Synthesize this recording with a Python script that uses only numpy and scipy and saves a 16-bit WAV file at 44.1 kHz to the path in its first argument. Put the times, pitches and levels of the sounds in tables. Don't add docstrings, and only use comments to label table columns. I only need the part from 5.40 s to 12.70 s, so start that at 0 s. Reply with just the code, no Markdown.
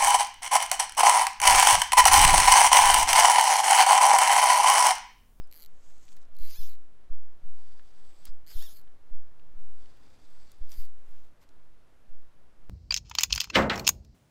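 import sys
import numpy as np
from scipy import signal
from scipy.fft import rfft, irfft
from scipy.io import wavfile
from scipy.ndimage import map_coordinates

SR = 44100
rng = np.random.default_rng(int(sys.argv[2]) if len(sys.argv) > 2 else 0)


def to_wav(sig):
    pcm = np.clip(np.atleast_2d(sig), -1, 1) * 32767
    pcm = np.round(pcm).astype(np.int16)
    wavfile.write(sys.argv[1], SR, pcm.T)


N = 321792

# start/s, end/s, final relative level/dB, state of the line
LINE_RUNS = [(0.43, 0.734, -71, "light"), (2.204, 2.852, -73.5, "taut"), (4.398, 5.14, -73.5, "taut"),
             (5.276, 5.428, -71, "taut"), (5.668, 5.849, -77, "slack")]


def reel_pawl(tail_db=-8, tail_t60=0.058, scatter_db=1.83, jitter_s=6e-6, size=2048):
    # t/s, rate/(teeth/s)
    pulls = [
        [(.1136, 72), (.138, 132), (.16, 155), (.19, 178), (.207, 175), (.234, 119), (.2607, 64)],
        [(.9666, 25), (.994, 88), (1.03, 225), (1.07, 345), (1.11, 520), (1.15, 775), (1.167, 850),
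         (1.185, 878), (1.21, 832), (1.29, 385), (1.325, 175), (1.3522, 58)],
        [(3.0653, 135), (3.125, 340), (3.145, 430), (3.183, 690), (3.205, 785), (3.225, 905), (3.24, 934),
         (3.255, 930), (3.285, 785), (3.315, 580), (3.365, 300), (3.414, 68)],
        [(5.2936, 92), (5.315, 205), (5.36, 285), (5.385, 295), (5.432, 205), (5.4626, 82)],
    ]
    # t/s, spool resonance/Hz, body level/dB, treble level/dB
    reel_response = [(.11, 4350, -34.5, -33), (.16, 4550, -38, -31.5), (.19, 4450, -40.5, -34),
                     (.215, 4460, -36, -31.5), (.26, 4230, -32.5, -33.5), (.97, 4300, -39, -37),
                     (1.04, 4360, -37.5, -35.5), (1.08, 4400, -38, -38), (1.115, 4830, -36.5, -40),
                     (1.15, 4830, -36.5, -36.5), (1.185, 5140, -39.5, -39), (1.21, 5040, -39, -38),
                     (1.265, 5650, -40.5, -41), (1.3, 4160, -43, -40), (1.35, 4200, -39, -44),
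                     (3.07, 4500, -35.5, -37.5), (3.12, 4900, -35, -37), (3.15, 3860, -39, -37.5),
                     (3.2, 4170, -37, -37), (3.245, 3800, -36, -42), (3.28, 3900, -42.5, -40.5),
                     (3.315, 4850, -40.5, -42), (3.342, 4600, -48, -41.5), (3.364, 4600, -40.5, -38.5),
                     (3.41, 4470, -47, -44), (5.29, 4700, -39, -40), (5.31, 4730, -45, -37),
                     (5.34, 4750, -42.5, -40), (5.372, 4570, -44, -41), (5.4, 4750, -40, -37.5),
                     (5.44, 4800, -45, -42), (5.46, 4380, -42, -43)]
    out, t, hz = np.zeros(N), np.arange(size) / SR, np.fft.rfftfreq(size, 1 / SR)
    scrape_decay = (1 - np.exp(-t / .0005)) * amp(-60 * t / .0045)
    treble = np.interp(hz, [8000, 10000], [0, 1])
    response_s, *columns = np.transpose(reel_response)
    for pull in pulls:
        knots, rates = np.transpose(pull)
        clock = np.arange(knots[0], knots[-1], 1 / SR)
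        teeth = np.cumsum(np.interp(clock, knots, rates)) / SR
        times = np.interp(np.linspace(0, teeth[-1], round(teeth[-1]) + 1), teeth, clock)
        ring_hz, body_db, treble_db = (np.interp(times, response_s, c)[:, None] for c in columns)
        tooth_rate = np.interp(times, knots, rates)
        spin = np.interp(tooth_rate, [340, 560], [0, 1])[:, None]
        snap = pawl_snap(hz)
        tail = amp(tail_db) * unit_power(rfft(rng.standard_normal(size) * amp(-60 * t / tail_t60)))
        scrape = unit_power(rfft(rng.standard_normal((len(times), size)) * scrape_decay))
        roughness = .6 * (1 - spin) + .38 * spin
        contact = snap + tail * (1 + spin) / 2 + scrape * roughness
        struck = contact * reel_ring(times, hz, ring_hz, spin)
        clicks = amp(body_db) * unit_power(struck * (1 - treble))
        clicks += amp(treble_db) * unit_power(struck * treble)
        times = times + jitter_s * rng.standard_normal(len(times))
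        subsample_delay = np.exp(-2j * np.pi * hz / SR * (times * SR % 1)[:, None])
        for s, click in zip(times, irfft(clicks * subsample_delay)):
            add(out, s, amp(scatter_db * rng.standard_normal()) * click)
    return out


def pawl_snap(hz, spread_s=0.0014, bands=36):
    delay = spread_s * np.interp(hz, np.linspace(0, SR / 2, bands), rng.uniform(.1, 1, bands))
    return np.exp(-2j * np.pi * np.cumsum(delay) * hz[1])


def reel_ring(times, hz, ring_hz, spin, half_width_hz=510, patch_s=.022, patch_hz=800):
    # f/Hz, level/dB
    slow_spectrum = [(400, -30.5), (1500, -11), (2150, -5.5), (2600, -11.5), (3100, -7), (3550, -11.5),
                     (4400, -13.5), (5400, -12.5), (6000, -8.5), (7700, -10), (8600, -13), (9600, -11.5),
                     (10300, -1), (10900, -16), (11500, 4), (12200, -17.5), (12800, 7.5), (13300, 0.5),
                     (15000, -1), (16000, -16)]
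    fast_spectrum = [(400, -32), (950, -10), (1800, -6.5), (2450, -8.5), (3000, -1.5), (3550, 3),
                     (4250, -3), (4900, 2), (5500, 0.5), (6000, 1), (6500, 1), (7800, -8), (9300, -12),
                     (10400, 2.5), (11500, -1), (13900, 4.5), (14600, 0), (15200, -15), (16000, -41)]
    resonance = 1 / (1 + ((hz - ring_hz) / half_width_hz) ** 6)
    slow_db = spectrum_db(slow_spectrum, hz) + 14 * resonance
    fast_db = spectrum_db(fast_spectrum, hz) + 3.5 * resonance
    rows, columns = (times - times[0]) / patch_s, hz / patch_hz
    field = rng.standard_normal((int(rows[-1]) + 2, int(columns[-1]) + 2))
    patches = map_coordinates(field, np.meshgrid(rows, columns, indexing="ij"))
    patch_db = 3.2 * patches * (1 + spin) / 2
    return minimum_phase((1 - spin) * slow_db + spin * fast_db + patch_db)


def line_hiss(gain_db=4, attack_s=0.074, release_s=0.031, rise_db=2, flutter_db=1.5, grain_db=2.2):
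    # f/Hz, level/dB
    light_spectrum = [(500, -10), (2000, -9), (3500, -7.5), (5800, -6.5), (6700, 0), (7200, -4.5),
                      (7800, -0.5), (9000, -19), (10000, -13), (11500, -21), (14000, -15), (15500, -43)]
    taut_spectrum = [(500, -4), (2300, -3), (2950, -7.5), (3450, 0.5), (3950, -4), (4650, 1.5),
                     (5400, -4.5), (6100, -6), (6900, -7.5), (7900, -5.5), (9000, -15), (12500, -21),
                     (14000, -20), (15000, -20), (15500, -30)]
    slack_spectrum = [(600, 3.5), (1700, 6.5), (3500, 3), (7500, 0.5), (9500, -8), (14000, -1),
                      (15500, -20)]
    # t/s, half length/s, relative level/dB, state of the line
    brushes = [(0.504, 0.031, -79, "slack"), (0.822, 0.021, -76, "light"), (1.127, 0.13, -74.5, "slack"),
               (2.872, 0.02, -63.5, "taut"), (3.228, .08, -71.5, "slack"), (3.115, 0.012, -62.5, "taut"),
               (5.333, 0.014, -67, "taut"), (6.027, 0.02, -71, "slack")]
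    out, t = np.zeros(N), np.arange(N) / SR
    spectra = {"light": light_spectrum, "taut": taut_spectrum, "slack": slack_spectrum}
    level = {state: np.zeros(N) for state in spectra}
    for start, end, db, state in LINE_RUNS:
        edges = np.exp(np.minimum(t - start, 0) / attack_s - np.maximum(t - end, 0) / release_s)
        level[state] += edges * amp(db + np.interp(t, [start, end], [-rise_db, 0]))
    for s, half_length, db, state in brushes:
        level[state] += amp(db) * swell(s, half_length)
    for state, spectrum in spectra.items():
        hiss = noise(spectrum) * amp(flutter_db * wobble(40) + grain_db * wobble(900))
        out += level[state] * unit_rms(hiss)
    return amp(gain_db) * out


def line_singing():
    # t/s, half length/s, level/dB
    swells = [(2.76, 0.16, -75), (4.98, 0.16, -81)]
    # f/Hz, level/dB
    spectrum = [(5000, -56), (7100, -21), (7700, 0), (8200, 1), (8800, -22), (12500, -20), (14200, -12),
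                (15500, -36)]
    return sum(amp(db) * swell(s, half_length) for s, half_length, db in swells) * noise(spectrum)


def line_ticks(gain_db=-6, t60=.013, strays_per_run=3, size=2048):
    # t/s, relative level/dB, centre/Hz, fall one octave off the centre/dB
    touches = [(.073, -55, 7000, 7), (.1394, -53, 3970, 0.5), (.681, -47.5, 3500, 5.5),
               (.688, -46.5, 3480, 7.5), (.711, -58, 4970, 2), (.72, -46, 4000, 5), (.728, -48.5, 5000, 9),
               (.766, -44.5, 9000, 0), (.771, -46.5, 2000, 3), (.776, -60, 3000, 6), (.785, -55, 4000, 10),
               (.817, -55, 4470, 11), (.827, -53, 5000, 15), (.834, -63, 5500, 10), (.852, -57, 5070, 14),
               (.952, -51, 5500, 3), (1.104, -38, 8000, 8), (2.395, -46.5, 1470, 4.5),
               (2.8537, -30, 9830, 1.5), (2.873, -50, 7000, 0), (3.2237, -33, 4200, -0.5),
               (3.476, -52.5, 1790, 8), (3.996, -51.5, 2470, 8), (4.458, -50, 2950, 12),
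               (5.117, -42.5, 7840, 5), (5.185, -42.5, 10000, -1), (5.3177, -38, 5400, 14),
               (5.33, -49, 5300, 5), (6.09, -51, 4000, 6)]
    strays = [(rng.uniform(start, end), -58 - 3 * rng.standard_normal(), 10000, 5)
              for start, end, *_ in LINE_RUNS for touch in range(strays_per_run)]
    out, t, hz = np.zeros(N), np.arange(size) / SR, np.fft.rfftfreq(size, 1 / SR)
    decay = (1 - np.exp(-t / .0003)) * amp(-60 * t / t60)
    for s, db, centre_hz, skirt_db in touches + strays:
        hump_db = -skirt_db * np.log2((hz + 100) / centre_hz) ** 2
        snap = rfft(rng.standard_normal(size) * decay)
        add(out, s, amp(db + gain_db) * irfft(snap * minimum_phase(hump_db)))
    return out


def frame_pings(t60=.06):
    # t/s, level/dB, f/Hz
    knocks = [(.016, -65, 4980), (.036, -61, 4980), (2.875, -57, 4980), (2.893, -61, 4980),
              (5.318, -51, 5750)]
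    out, t = np.zeros(N), np.arange(SR // 8) / SR
    decay = (1 - np.exp(-t / .001)) * amp(-60 * t / t60)
    for s, db, hz in knocks:
        add(out, s, amp(db) * decay * np.sin(2 * np.pi * hz * t))
    return out


def microphone_thumps(leak_s=0.074):
    # t/s, signed strength, rise/s, cushioning low-pass/Hz
    jolts = [(1.006, 0.18, 0.014, 45), (1.19, -0.23, 0.018, 44.8), (1.705, 0.22, 0.014, 45),
             (2.033, -0.82, 0.18, 40), (2.89, 0.13, 0.019, 70), (3.156, -0.25, 0.014, 71),
             (3.715, 0.33, 0.035, 30), (4.151, -0.58, 0.15, 60), (5.212, 0.18, 0.014, 69),
             (5.382, -0.23, 0.014, 64.5), (5.676, 0.19, 0.063, 30), (6.692, 0.44, 0.17, 30)]
    # t/s, level/dB
    sway = [(0, -30), (5.6, -35), (6.0, -44), (7.3, -38.5)]
    out, t = np.zeros(N), np.arange(SR) / SR
    for s, strength, rise_s, cushion_hz in jolts:
        jolt = np.zeros(N)
        add(jolt, s, strength * (1 - np.exp(-t / rise_s)) * np.exp(-t / leak_s))
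        out += signal.sosfiltfilt(signal.butter(1, cushion_hz, fs=SR, output="sos"), jolt)
    sway_db = np.interp(np.arange(N) / SR, *np.transpose(sway))
    return out + amp(sway_db) * wobble(6)


def thin_tone(pitch_hz=935, waver_hz=10):
    # t/s, half length/s, level/dB
    swells = [(2.195, 0.033, -68.5), (2.356, 0.011, -68)]
    level = sum(amp(db) * swell(s, half_length) for s, half_length, db in swells)
    hz = pitch_hz + waver_hz * wobble(31.1)
    return level * np.sin(2 * np.pi * np.cumsum(hz) / SR)


def shore_breeze(rush_db=-62.5, air_db=-71, leaves_db=-76):
    # f/Hz, level/dB
    rush_spectrum = [(20, 16), (50, 9.5), (90, 4), (160, -2), (300, -3), (450, -8), (800, -14), (2000, -44)]
    air_spectrum = [(100, -14.5), (300, -2.5), (520, -1), (900, -3.5), (1400, -5), (2200, -12),
                    (3500, -17.5), (6000, -22.5), (12000, -36)]
    leaf_spectrum = [(1000, 5.5), (2500, 3), (4500, -1.5), (7000, -4), (12000, -5.5), (15000, -16)]
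    gust_db = 4 * swell(s=4.53, half_length=0.56)
    rush = amp(rush_db + gust_db + .5 * wobble(6)) * noise(rush_spectrum)
    air = amp(air_db + 0.48 * gust_db + .5 * wobble(6)) * noise(air_spectrum)
    leaves = amp(leaves_db + .5 * wobble(6)) * noise(leaf_spectrum)
    return rush + air + leaves


def amp(db):
    return 10 ** (np.asarray(db) / 20)


def unit_rms(x):
    return x / np.sqrt(np.mean(x ** 2) + 1e-20)


def unit_power(gain):
    return gain / np.sqrt(np.mean(abs(gain) ** 2, -1, keepdims=True))


def spectrum_db(points, hz):
    f, db = np.transpose(points)
    return np.interp(np.log(hz + 1), np.log(f + 1), db)


def minimum_phase(gain_db):
    cepstrum = irfft(np.log(unit_power(amp(gain_db)) + 1e-6))
    half = cepstrum.shape[-1] // 2
    cepstrum[..., 1:half] *= 2
    cepstrum[..., half + 1:] = 0
    return np.exp(rfft(cepstrum))


def noise(spectrum):
    gain = amp(spectrum_db(spectrum, np.fft.rfftfreq(N, 1 / SR)))
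    return unit_rms(irfft(rfft(rng.standard_normal(N)) * gain, N))


def wobble(rate):
    return map_coordinates(rng.standard_normal(int(N * rate / SR) + 4), [np.arange(N) * rate / SR])


def swell(s, half_length):
    return np.exp(-((np.arange(N) / SR - s) / half_length) ** 2)


def add(track, s, sound):
    part = track[max(int(s * SR), 0):][:len(sound)]
    part += sound[:len(part)]


def scene():
    tackle = reel_pawl() + line_hiss() + line_singing() + line_ticks() + frame_pings()
    return (tackle + microphone_thumps() + thin_tone() + shore_breeze())[None]


def record(dry, top_hz=15800):
    return signal.sosfiltfilt(signal.butter(24, top_hz, fs=SR, output="sos"), dry)


dry = scene()
out = record(dry)
to_wav(out)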